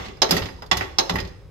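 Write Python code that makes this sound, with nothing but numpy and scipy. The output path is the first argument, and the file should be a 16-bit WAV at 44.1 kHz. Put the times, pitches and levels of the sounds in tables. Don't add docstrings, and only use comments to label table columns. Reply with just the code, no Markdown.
import sys
import numpy as np
from scipy import signal
from scipy.fft import rfft, irfft, next_fast_len
from scipy.io import wavfile
from scipy.ndimage import uniform_filter1d, minimum_filter1d

SR = 44100
rng = np.random.default_rng(int(sys.argv[2]) if len(sys.argv) > 2 else 0)


def digitize_waveform(pressure):
    field = np.atleast_2d(pressure).T
    bounded = np.clip(field, -1, 1)
    quanta = np.round(bounded * 32767).astype(np.int16)
    wavfile.write(sys.argv[1], SR, quanta)


N = 66150
LEAD_S = 0.1

CLATTER_HZ = [380, 950, 2100, 4500, 12000]
# start in seconds, contact (0 lift stop, 1 drop stop, 2 bracket edge,
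# 3 sleeve), ring level in dB, then clatter gain in dB at each of the five EQ points.
KNOCKS = [(-.05, 1, -18.5, -22.5, -18.5, -16.5, -16, -32.5), (.082, 2, -65, -30, -62, -33, -44, -56),
          (.169, 2, -55, -54, -49, -47, -58, -65), (0.2186, 0, -13, -19, -14.5, -16.5, -13, -30.5),
          (.291, 3, -29.5, -25, -33, -33, -31, -41), (.3085, 2, -16.5, -25, -22, -18.5, -16, -17),
          (.321, 1, -28.5, -21, -22, -22.5, -27, -66), (.366, 3, -19.5, -24, -26, -27, -24.5, -30),
          (0.42, 3, -31.5, -35.5, -31.5, -31.5, -27.5, -85), (.456, 1, -39.5, -34.5, -57, -31, -35, -53),
          (.486, 3, -33, -69, -41, -36, -48, -78), (0.621, 2, -46.5, -42.5, -30.5, -39, -44, -49.5),
          (0.662, 2, -57.5, -53, -59, -65, -49, -55), (0.713, 1, -13.5, -30.5, -16.5, -15.5, -12.5, -31),
          (0.7697, 2, -34, -33.5, -29, -26.5, -24, -29), (.808, 3, -20.5, -29.5, -28, -17, -43, -51),
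          (0.9847, 0, -14, -25, -15.5, -19.5, -15, -29.5),
          (1.0947, 1, -25.5, -24.5, -20.5, -25.5, -20.5, -36.5),
          (1.138, 0, -49, -26.5, -28, -48, -62, -42.5), (1.1559, 3, -20, -33, -26.5, -23, -37, -35.5),
          (1.185, 3, -30.5, -47, -34, -23, -32.5, -48), (1.201, 2, -33.5, -29, -48, -38, -31.5, -44),
          (1.248, 2, -54.5, -55, -68, -42.5, -39, -65), (1.273, 2, -64.5, -39.5, -62, -63, -39.5, -58.5)]


def bolt_knocks(out, t):
    for start, contact, ring_db, *clatter_db in KNOCKS:
        ring = undb(ring_db) * arm_ring(contact, t)
        clatter = colour(frame_clatter(t), CLATTER_HZ, clatter_db)
        add(out, start, ring + clatter)


# pitch in Hz, decay to -60 dB in seconds, pan (left minus right) in dB,
# then level in dB when struck at each of the four contacts.
ARM_MODES = [(346.8, 0.17, -4.5, -13.5, -15.5, -10, -12.5), (541.6, 0.14, 3.5, -8.5, -31.5, -6, -23.5),
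             (771, 0.17, -6.5, -7.5, -7, -18, -14), (880.4, 0.15, 2.5, -5.5, -6, -27, -10),
             (1122, 0.081, 3, -9, -0.5, -25, -12), (1870, 0.055, -7, -35, -7.5, -14, -2),
             (2018, 0.036, -5.5, -38, 3.5, -15, -1.5), (2726, 0.03, 0.5, -42, -0.5, -14, -9),
             (3450, 0.065, -27, -9, 0.5, -7.5, -41), (3950, 0.12, -23, -3, -12.5, -33, -32.5),
             (4270, 0.081, -9, -3, -27, -29, -26), (4580, .07, -23, -7, -34.5, -31, -36),
             (4984, 0.063, -10.5, -3.5, -23.5, 6.5, -12), (5296, 0.053, -6.5, 6.5, -1, -7.5, -28),
             (6280, 0.1, 27, -3.5, -27, -37, -24), (7300, 0.035, 12, -29, -9, -11.5, -26)]


def arm_ring(contact, t):
    twin_detune, twin_db = 0.0163, -6.5
    rise_s, spread_rad = 0.00085, 1.564
    ring = 0
    for hz, t60, pan_db, *contact_db in ARM_MODES:
        polarity, lag_sign, detune_sign = rng.choice([-1, 1], size=3)
        lag_rad = lag_sign * spread_rad
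        partial = mode(hz, t60, rise_s, lag_rad, t)
        twin = undb(twin_db) * mode(hz * (1 + detune_sign * twin_detune), t60, rise_s, -lag_rad, t)
        ring += polarity * undb(contact_db[int(contact)]) * pan(pan_db) * (partial + twin)
    return ring


# band in Hz, gain in dB, decay to -60 dB in seconds, pan in dB.
FRAME_BANDS = [(60, -3, 0.36, -11), (184, 13, 0.11, -1), (370, 16.5, 0.14, 1), (854, 13.5, 0.14, -1),
               (1870, 9, 0.11, -1.5), (3700, 9.5, 0.088, -5), (6700, 7, 0.072, -12),
               (8320, 2.5, 0.037, 11.5), (9400, -4, 0.082, 1), (13620, 9.5, 0.043, -1.5),
               (15800, -13, 0.062, 5)]


def frame_clatter(t):
    hz, db, t60, pan_db = np.array(FRAME_BANDS).T
    return colour(dying_noise(hz, t60, pan_db, t, rise_s=0.0014), hz, db)


# pitch in Hz, decay to -60 dB in seconds, relative level in dB.
RUBBER_MODES = [(64.2, 0.12, -3.5), (95.7, 0.13, -3.5), (178.7, 0.089, -1.5), (257, 0.059, -9),
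                (389.5, 0.072, -7)]
# start in seconds, sway gain in dB, boom gain in dB.
THUDS = [(.005, -29.5, -34), (0.219, -48, -30), (.316, -38, -14.5), (.34, -22.5, -18), (0.384, -30.5, -39),
         (.414, -19.5, -32.5), (.717, -27.5, -23), (.765, -25, -27), (0.807, -25.5, -47),
         (0.99, -48.5, -40), (1.106, -27, -19.5), (1.135, -21.5, -20), (1.167, -26.5, -24.5),
         (1.221, -22, -30.5)]


def rubber_thuds(out, t):
    rise_s, left_lag_s = 0.01, 0.0002
    for start, sway_db, boom_db in THUDS:
        pushes_db = [sway_db] * 2 + [boom_db] * 3
        thud = sum(undb(db + push_db) * mode(hz, t60, rise_s, 2 * np.pi * hz * left_lag_s, t)
                   for (hz, t60, db), push_db in zip(RUBBER_MODES, pushes_db))
        add(out, start, 2 * thud)


# frequency in Hz, relative gain in dB.
GRIT_EQ = [(200, 3), (800, -12), (2000, 1.5), (5000, -0.5), (9000, -8), (14000, -29.5)]
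# start in seconds, length in seconds, level in dB.
SLIDES = [(0.038, 0.054, -41), (0.327, 0.056, -28), (0.407, 0.052, -47), (0.791, .06, -39.5),
          (1.123, .11, -63)]


def bolt_slides(out, t):
    slips_per_s, scatter_db = 130, 1.5
    for start, length, db in SLIDES:
        slipping = (rng.random(len(t)) < slips_per_s / SR) & (t < length)
        slips = slipping / undb(scatter_db * rng.standard_normal(len(t)))
        scrape = signal.fftconvolve(frame_clatter(t), slips[None])[:, :len(t)]
        grit = colour(scrape, *np.array(GRIT_EQ).T)
        rms = np.sqrt(np.sum(grit ** 2) / (2 * length * SR) + 1e-12)
        add(out, start, undb(db) * grit / rms)


# start in seconds, pitch in Hz, level in dB.
WASHER_TAPS = [(.456, 5000, -38), (.588, 940, -36), (.622, 5080, -35), (.661, 4600, -42), (.661, 3550, -45)]


def washer_taps(out, t):
    for start, hz, db in WASHER_TAPS:
        add(out, start, undb(db) * mode(hz, t60=0.04, rise_s=0.002, lag_rad=1.564, t=t))


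# band in Hz, gain in dB, decay to -60 dB in seconds.
ROOM_BANDS = [(58.6, -10, 0.99), (170, -9.5, .65), (370, -0.5, 0.37), (880, -12, 0.61), (2030, -10.5, 0.49),
              (4700, -18, 0.67), (8000, -15, 0.54), (15000, -5.5, 0.27)]


def workshop_reverb(dry):
    hz, db, t60 = np.array(ROOM_BANDS).T
    tail = dying_noise(hz, t60, np.zeros(len(hz)), np.arange(SR) / SR, rise_s=0.0044)
    tail /= np.sqrt(np.sum(tail ** 2) / 2)
    return signal.fftconvolve(dry, colour(tail, hz, db), axes=1)[:, :dry.shape[1]]


# frequency in Hz, relative gain in dB.
RUMBLE_EQ = [(15, -46), (25, -27), (41, -8.5), (64, -5), (166, -18), (229, -33), (489, -22), (677, -43),
             (863, -37.5), (16000, -65.5)]


def rumble():
    level_db, width_db = -43.5, -10.5
    mid, side = colour(rng.standard_normal((2, N)), *np.array(RUMBLE_EQ).T)
    width = undb(width_db) * np.array([side, -side])
    return undb(level_db) * (mid + width) / np.std(mid)


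def mode(hz, t60, rise_s, lag_rad, t):
    return np.sin(2 * np.pi * hz * t - np.array([[lag_rad], [0]])) * fade(t60, rise_s, t)


def dying_noise(band_hz, t60s, pans_db, t, rise_s):
    mono_below_hz = 254
    noise, hz = rfft(rng.standard_normal((3, len(t)))), np.fft.rfftfreq(len(t), 1 / SR)
    mono_share = 1 / (1 + (hz / mono_below_hz) ** 4)
    stereo = np.sqrt(mono_share) * noise[0] + np.sqrt(1 - mono_share) * noise[1:]
    return sum(irfft(stereo * along(hz, band_hz, band), len(t)) * fade(t60, rise_s, t) * pan(pan_db)
               for band, t60, pan_db in zip(np.eye(len(band_hz)), t60s, pans_db))


def fade(t60, rise_s, t):
    hold_s = 0.0012
    return (1 - np.exp(-t / rise_s)) * np.exp(-np.log(1000) * np.maximum(t - hold_s, 0) / t60)


def colour(x, points_hz, db):
    n = x.shape[-1]
    size = 2 * next_fast_len(n)
    gain = undb(along(np.fft.rfftfreq(size, 1 / SR), points_hz, db))
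    cepstrum = irfft(np.log(gain))
    cepstrum[1:size // 2] *= 2
    cepstrum[size // 2 + 1:] = 0
    return irfft(rfft(x, size) * np.exp(rfft(cepstrum)))[..., :n]


def along(hz, points_hz, values):
    return np.interp(np.log(np.maximum(hz, 1)), np.log(points_hz), values)


def undb(db):
    return 10 ** (np.asarray(db) / 20)


def pan(db):
    gains = undb(np.array([db, -db]) / 2)[:, None]
    return gains / np.sqrt(np.mean(gains ** 2))


def add(out, start, x):
    i = max(int((start + LEAD_S) * SR), 0)
    out[:, i:i + x.shape[-1]] += x[..., :out.shape[1] - i]


def scene():
    lead = int(LEAD_S * SR)
    t = np.arange(SR // 4) / SR
    out = np.zeros((2, lead + N))
    bolt_knocks(out, t)
    rubber_thuds(out, t)
    bolt_slides(out, t)
    washer_taps(out, t)
    return (out + workshop_reverb(out))[:, lead:] + rumble()


def record(dry):
    ceiling, limiter_s, top_hz = 0.97, 0.0005, 15900
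    span = int(limiter_s * SR)
    gain = ceiling / np.maximum(np.abs(dry).max(axis=0), ceiling)
    smooth_gain = uniform_filter1d(minimum_filter1d(gain, 2 * span + 1), span)
    low_pass = signal.ellip(8, 0.2, 70, top_hz, fs=SR, output="sos")
    return signal.sosfilt(low_pass, dry * smooth_gain)


dry = scene()
out = record(dry)
digitize_waveform(out)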